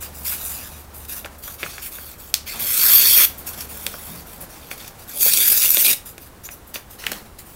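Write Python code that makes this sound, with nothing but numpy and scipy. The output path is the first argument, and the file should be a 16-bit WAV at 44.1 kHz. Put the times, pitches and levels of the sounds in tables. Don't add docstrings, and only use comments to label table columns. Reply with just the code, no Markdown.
import sys
import numpy as np
from scipy import signal
from scipy.fft import rfft, irfft
from scipy.io import wavfile
from scipy.ndimage import uniform_filter1d

SR = 44100
rng = np.random.default_rng(int(sys.argv[2]) if len(sys.argv) > 2 else 0)


def persist_wave(psi):
    counts = np.round(np.clip(psi, -1, 1) * 32767).astype(np.int16)
    wavfile.write(sys.argv[1], SR, np.atleast_2d(counts).T)


N = 332955
TIME = np.arange(N) / SR
HZ = np.fft.rfftfreq(4096, 1 / SR)

# f/Hz, relative level/dB
ROOM_TONE_COLOUR = [(15, -8.5), (50, 1.5), (170, -8.5), (400, -11.5), (1300, -16), (2500, -25),
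                    (6000, -29.5), (16000, -27.5)]
SLIDE_COLOUR = [(300, -17), (1000, -9), (2500, -8), (4200, -8), (8000, -6.5), (13000, 1), (16000, -1)]
BOARD_COLOUR = [(40, -15), (70, -10), (200, -2), (320, -10), (750, -7), (1600, -14.5), (3000, -21)]
# f/Hz, relative level/dB
FLAP_COLOUR = [(90, -13.5), (200, 4.5), (550, 8.5), (900, 1), (1600, -19)]
FAST_RIP_COLOUR = [(400, -29.5), (1200, -20), (2300, -15.5), (4600, -15.5), (7400, -15), (10300, -8.5),
                   (13300, 0), (16000, -8)]
RAGGED_RIP_COLOUR = [(400, -48), (1500, -21), (2500, -12.5), (4600, -12), (7800, -9), (10300, -4),
                     (12600, 0), (16000, -2)]
BREAK_COLOUR = [(1500, -30), (9000, -10), (12400, 10.5), (15500, -4)]
# t/s, level/dB
HUM_FADE = [(0, -44.5), (2.1, -52), (4.1, -47.5), (4.6, -72)]
# t/s, length/s, fizz/dB, body/dB
PAGE_SLIDES = [(0.0, 0.052, -28, -40), (0.124, 0.31, -37, -51.5), (0.236, 0.11, -21, -35),
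               (0.364, 0.31, -32.5, -43), (0.418, 0.14, -27, -53), (0.672, 0.15, -41, -53),
               (0.924, 0.12, -39, -54.5), (1.072, 0.12, -28.5, -43.5), (1.374, 0.031, -40, -62),
               (1.412, 0.13, -33, -45.5), (1.574, 0.22, -37, -42.5), (1.805, 0.07, -27, -41.5),
               (1.9, 0.23, -36, -47.5), (2.17, 0.13, -38.5, -51.5), (2.452, 0.14, -31.5, -37.5),
               (3.37, 0.039, -33.5, -52), (3.455, 0.044, -25, -38.5), (3.531, 0.0098, -32, -39),
               (3.56, 0.08, -31, -40.5), (3.676, 0.53, -35, -47.5), (4.247, 0.12, -38, -50.5),
               (4.403, 0.018, -28.5, -51), (4.479, 0.32, -44.5, -52), (4.7, 0.026, -31, -40.5),
               (4.776, 0.09, -40.5, -42), (4.976, 0.059, -39.5, -49.5), (5.068, 0.065, -33, -43),
               (6.048, 0.045, -31, -47.5), (6.19, 0.081, -41, -54), (6.43, 0.034, -35, -49),
               (6.505, 0.023, -33, -49), (6.66, 0.042, -41.5, -71), (6.733, 0.034, -31, -36.5),
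               (6.888, 0.058, -39.5, -52.5), (6.975, 0.21, -39.5, -43), (7.381, 0.02, -35.5, -46.5),
               (7.438, 0.15, -44, -60.5)]
# t/s, length/s, level/dB
HAND_RUBS = [(0.0, 1.35, -44.5), (1.61, 0.059, -38), (2.52, 0.12, -37), (3.28, 1.8, -42.5),
             (4.05, 0.62, -49), (7.05, 0.21, -42.5)]
# t/s, level/dB
EDGE_CATCHES = [(1.050, -36), (2.4744, -40), (3.470, -39), (3.606, -26.5), (4.778, -35), (4.878, -32),
                (6.7415, -26.5), (7.389, -39)]
# t/s, level/dB, f/Hz, crisp edge re the kink/dB, knock/dB
BUCKLES = [(1.246, -29.5, 2670, -30, -41), (1.250, -34.5, 660, -24, -46), (1.258, -29.5, 1500, -15, -52),
           (1.478, -36.5, 1590, -28, -44), (1.630, -21.5, 2240, -26, -31.5), (1.635, -25, 2350, -32, -43),
           (1.661, -30, 1500, -30, -51), (1.781, -30.5, 2010, -23, -56), (1.985, -36.5, 1620, -28, -43.5),
           (2.3408, -2.5, 5070, -4.5, -53), (3.8652, -13, 3180, -4.5, -37), (3.940, -33.5, 1370, -26, -39),
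           (4.7134, -27, 2380, -26, -38.5), (5.260, -28, 590, -24, -37), (5.770, -14.5, 3700, -20, -28),
           (6.18, -31.5, 2460, -5.5, -42), (6.4885, -32.5, 2250, -34, -45), (6.757, -24, 3050, -18, -37),
           (7.039, -29, 2320, -26, -43), (7.0661, -14.5, 2650, -15.5, -45), (7.117, -19, 1650, -6, -31),
           (7.131, -27.5, 3000, -11, -47)]
# start/s, end/s, build-up/s, lag of the body/s, first bite re the run/dB,
# fizz/dB, body/dB, loose flap/dB, swell of the body in the last pull/dB
TEARS = [(2.595, 3.254, 0.28, 0.0063, -12, -13, -26.5, -48.5, 3),
         (5.135, 5.938, 0.092, 0.049, -21, -14, -28, -47, 3.5)]
# t/s, length/s, f/Hz, gain/dB
SHEET_RINGS = [(2.714, 0.075, 8300, 10), (2.83, 0.35, 4570, 8.5), (2.803, 1, 3300, 4.5),
               (2.82, 0.45, 2970, -3), (2.87, 0.59, 4000, -9), (2.9, 0.095, 13000, 5.5),
               (5.19, 0.2, 4580, 5), (5.19, 0.043, 6500, 9.5), (5.2, 0.099, 14700, 8),
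               (5.845, 0.071, 2450, 5)]
# t/s, length/s, f/Hz, level/dB
FINGER_SQUEAKS = [(3.606, 0.0073, 5570, -33.5), (6.437, 0.023, 5750, -45), (6.45, 0.025, 6900, -37),
                  (6.512, 0.025, 5900, -45)]
# t/s, length/s, level/dB
TABLE_LEANS = [(4.07, 0.15, -42.5), (4.37, 0.036, -43), (7.08, 0.085, -40)]
# t/s, level/dB
BUNDLE_BREAKS = [(5.231, -16), (5.6922, -9), (5.705, -1.5), (5.7162, -6.5), (5.7455, -3)]
# t/s, distance/m
BOUNCE_DETOUR = [(1.15, 0.319), (1.65, 0.341), (2.8, 0.346), (5.25, 0.335), (6.76, 0.319), (7.07, 0.285)]
# f/Hz, T60/s
ROOM_DECAY = [(1500, 0.31), (14000, 0.2)]


def amp(db):
    return 10 ** (np.asarray(db) / 20)


def unit_rms(x):
    return x / np.sqrt(np.mean(x ** 2) + 1e-20)


def curve_at(points, hz):
    f, value = np.transpose(points)
    return np.interp(np.log(hz + 1), np.log(f + 1), value)


def add(mix, s, sound):
    part = mix[max(round(s * SR), 0):][:len(sound)]
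    part += sound[:len(part)]


def coloured(x, gain_db):
    cepstrum = irfft(np.log(amp(gain_db) + 1e-5))
    cepstrum[1:2048] *= 2
    cepstrum[2049:] = 0
    return signal.oaconvolve(x, irfft(np.exp(rfft(cepstrum))))[:len(x)]


def noise(colour):
    gain = amp(curve_at(colour, np.fft.rfftfreq(N, 1 / SR)))
    return unit_rms(irfft(rfft(rng.standard_normal(N)) * gain, N))


def wander(hz):
    lowpass = np.exp(-(np.fft.rfftfreq(N, 1 / SR) / hz) ** 2)
    return unit_rms(irfft(rfft(rng.standard_normal(N)) * lowpass, N))


def ambience(tone_db=-44.5, hum_hz=74.6, waver=0.021):
    pitch = hum_hz * (1 + waver * wander(7.3))
    hum = unit_rms(np.sin(2 * np.pi * np.cumsum(pitch) / SR))
    fade = amp(np.interp(TIME, *np.transpose(HUM_FADE)))
    return amp(tone_db) * noise(ROOM_TONE_COLOUR) + fade * hum * amp(2 * wander(37))


def push(length, attack_s=0.03, attack_share=0.46, tiring_db=-4.5, release_db_per_s=425):
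    t = TIME[TIME < length + .2]
    rise_s = min(attack_s, attack_share * length)
    attack = np.sin(np.pi / 2 * np.minimum(t / rise_s, 1)) ** 2
    fall_db = tiring_db * np.minimum(t / length, 1) - release_db_per_s * np.maximum(t - length, 0)
    return attack * amp(fall_db)


def pushes(rows):
    power = np.zeros((len(rows[0]) - 2, N))
    for start, length, *levels_db in rows:
        shape = push(length)
        for curve, db in zip(power, levels_db):
            add(curve, start, (amp(db) * shape) ** 2)
    return np.sqrt(power)


def fibres(per_s, spread_db, clump_db, clump_hz, surge_db, hiss):
    size = amp(spread_db * np.minimum(rng.exponential(1, N), 4)) * rng.choice([-1, 1], N)
    snaps = unit_rms(size * (rng.random(N) < per_s / SR)) + hiss * rng.standard_normal(N)
    snaps *= amp(clump_db * wander(clump_hz) + surge_db * wander(88))
    return snaps / np.sqrt(uniform_filter1d(snaps ** 2, size=3000) + 1e-9)


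def bending(x, depth_db):
    spectra = signal.stft(x, nperseg=256)[2]
    patches = rng.standard_normal(spectra.shape[::-1]).T
    patches = uniform_filter1d(patches, size=16, axis=1)
    patches = unit_rms(uniform_filter1d(patches, size=3, axis=0))
    return signal.istft(spectra * amp(depth_db * patches), nperseg=256)[1][:N]


def sheet(snaps, colour, fizz, body, drift_db, split_hz=7000):
    radiated = coloured(bending(snaps, drift_db), curve_at(colour, HZ))
    high_share = 1 / (1 + (split_hz / (HZ + 1)) ** 10)
    highpass = np.fft.fftshift(irfft(high_share))[1:]
    high = signal.oaconvolve(radiated, highpass, "same")
    return fizz * unit_rms(high) + body * unit_rms(radiated - high)


def sliding(creep_fizz_db=-68, creep_body_db=-75):
    fizz, body = pushes(PAGE_SLIDES)
    fizz, body = np.hypot(fizz, amp(creep_fizz_db)), np.hypot(body, amp(creep_body_db))
    snaps = fibres(per_s=2500, spread_db=0.5, clump_db=-1.0, clump_hz=249, surge_db=1.5, hiss=1.0)
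    return sheet(snaps, SLIDE_COLOUR, fizz, body, drift_db=3.0)


def hand_rub(rough_db=2):
    return pushes(HAND_RUBS)[0] * noise(BOARD_COLOUR) * amp(rough_db * wander(37))


def burst(decay_s, gain_db, rise_s=0.00088):
    t = TIME[:4096]
    crinkle = rng.choice([-1., 1.], len(t)) * np.exp(-t / decay_s) * (1 - np.exp(-t / rise_s))
    uneven_db = 10 * np.log10(unit_rms(abs(rfft(crinkle))) ** 2 + .15)
    crack = coloured(crinkle, gain_db - uneven_db)
    return crack * np.sqrt(decay_s * SR / np.sum(crack ** 2))


def cracks(rows, colour, decay_s):
    out = np.zeros(N)
    for s, db in rows:
        add(out, s, amp(db) * burst(decay_s, curve_at(colour, HZ)))
    return out


def pops(kink_q=1.9, rolloff_ratio=1.09, edge_hz=6000, cycles=4.06, knock_s=0.0059):
    out = np.zeros(N)
    for s, db, hz, crisp_db, knock_db in BUCKLES:
        ratio = (HZ + 1) / hz
        resonance = 1 / (1 + (kink_q * (ratio - 1 / ratio)) ** 2)
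        kink = resonance / (1 + (ratio / rolloff_ratio) ** 4)
        edge = amp(crisp_db) ** 2 / (1 + (edge_hz / (HZ + 1)) ** 2)
        add(out, s, amp(db) * burst(cycles / hz, 10 * np.log10(kink + edge)))
        add(out, s, amp(knock_db) * burst(knock_s, curve_at(FLAP_COLOUR, HZ)))
    return out


def rip(row, colour, snaps, drift_db, pull_lead_s=0.047, pull_width_s=0.055):
    start, end, build_s, lag_s, bite_db, fizz_db, body_db, flap_db, swell_db = row
    running = uniform_filter1d(1. * ((TIME > start) & (TIME < end)), size=90)
    fizz_db = fizz_db + bite_db * np.clip(1 - (TIME - start) / build_s, 0, 1)
    body_db = body_db + bite_db * np.clip(1 - (TIME - start) / (build_s + lag_s), 0, 1)
    pull = np.exp(-((TIME - end + pull_lead_s) / pull_width_s) ** 2)
    tearing = sheet(snaps, colour, amp(fizz_db + 2 * pull), amp(body_db + swell_db * pull), drift_db)
    flutter = unit_rms(coloured(snaps, curve_at(FLAP_COLOUR, HZ))) * amp(4.8 * wander(18))
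    return running * (tearing + amp(flap_db + 6.5 * pull) * flutter)


def rips():
    fast = fibres(per_s=4600, spread_db=2, clump_db=1.5, clump_hz=500, surge_db=0.5, hiss=0.46)
    ragged = fibres(per_s=1300, spread_db=0.5, clump_db=0.5, clump_hz=504, surge_db=1.5, hiss=0.57)
    first = rip(TEARS[0], FAST_RIP_COLOUR, ringing(fast), drift_db=2.44)
    second = rip(TEARS[1], RAGGED_RIP_COLOUR, ringing(ragged), drift_db=3.5)
    return first + snag() * second


def ringing(snaps, q=13.6):
    out = snaps.copy()
    for start, length, hz, db in SHEET_RINGS:
        swell = np.sqrt(np.maximum(1 - (2 * (TIME - start) / length - 1) ** 2, 0))
        ring = signal.lfilter(*signal.iirpeak(hz, q, fs=SR), snaps)
        out += (amp(db) - 1) * swell * ring
    return out


def squeaks(jitter=0.05, octave_db=-3):
    out, waver = np.zeros(N), wander(800)
    for s, length, hz, db in FINGER_SQUEAKS:
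        count = round(length * SR)
        phase = 2 * np.pi * np.cumsum(hz * (1 + jitter * waver[:count])) / SR
        tone = np.sin(phase) + amp(octave_db) * np.sin(2 * phase)
        add(out, s, amp(db) * signal.windows.tukey(count) * tone)
    return out


def table_rumble(hz=185, width_hz=85):
    mode = signal.iirpeak(hz, hz / width_hz, fs=SR)
    rumble = signal.lfilter(*mode, signal.lfilter(*mode, rng.standard_normal(N)))
    return pushes(TABLE_LEANS)[0] * unit_rms(rumble)


def snag(at_s=5.724, width_s=0.064, dip_db=-2.5):
    return amp(dip_db * np.exp(-((TIME - at_s) / width_s) ** 4))


def over_board(x, back_bounce=0.32, front_bounce=0.16, front_lead_m=0.038,
               presence_hz=2900, presence_octaves=2.7, presence_db=4.0):
    octaves = np.log2((HZ + 1) / presence_hz)
    direct = coloured(x, presence_db * .5 ** ((2 * octaves / presence_octaves) ** 2))
    detour_m = np.interp(TIME, *np.transpose(BOUNCE_DETOUR)) * (1 + 0.011 * wander(15))
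    dulled = np.convolve(direct, [.17, .66, .17], "same")
    front = np.interp(TIME - (detour_m - front_lead_m) / 343, TIME, dulled)
    back = np.interp(TIME - detour_m / 343, TIME, dulled)
    return direct + front_bounce * front - back_bounce * back


def room(x, tail_db=-7.5, wall_db=-15, wall_s=.0085, reflections_per_s=4000):
    count = SR // 2
    taps = rng.choice([-1., 1.], count) * (rng.random(count) < reflections_per_s / SR)
    taps *= TIME[:count] > .003
    hz, t, spectra = signal.stft(taps, SR, nperseg=256)
    decay = amp(-60 * t / curve_at(ROOM_DECAY, hz)[:, None])
    tail = signal.istft(spectra * decay, SR, nperseg=256)[1]
    tail *= amp(tail_db) / np.linalg.norm(tail)
    tail[round(wall_s * SR)] += amp(wall_db)
    return signal.oaconvolve(x, tail)[:N]


def scene():
    bundles = cracks(BUNDLE_BREAKS, BREAK_COLOUR, decay_s=0.0011)
    catches = cracks(EDGE_CATCHES, SLIDE_COLOUR, decay_s=0.0056)
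    paper = sliding() + catches + rips() + bundles + pops() + squeaks()
    return (over_board(paper) + room(paper) + hand_rub() + table_rumble() + ambience())[None]


def record(dry):
    overloaded = dry / (1 + dry ** 8) ** (1 / 8)
    lowpass = signal.firwin(511, 15800, window=("kaiser", 8), fs=SR)
    return signal.oaconvolve(overloaded, lowpass[None], "same")


dry = scene()
out = record(dry)
persist_wave(out)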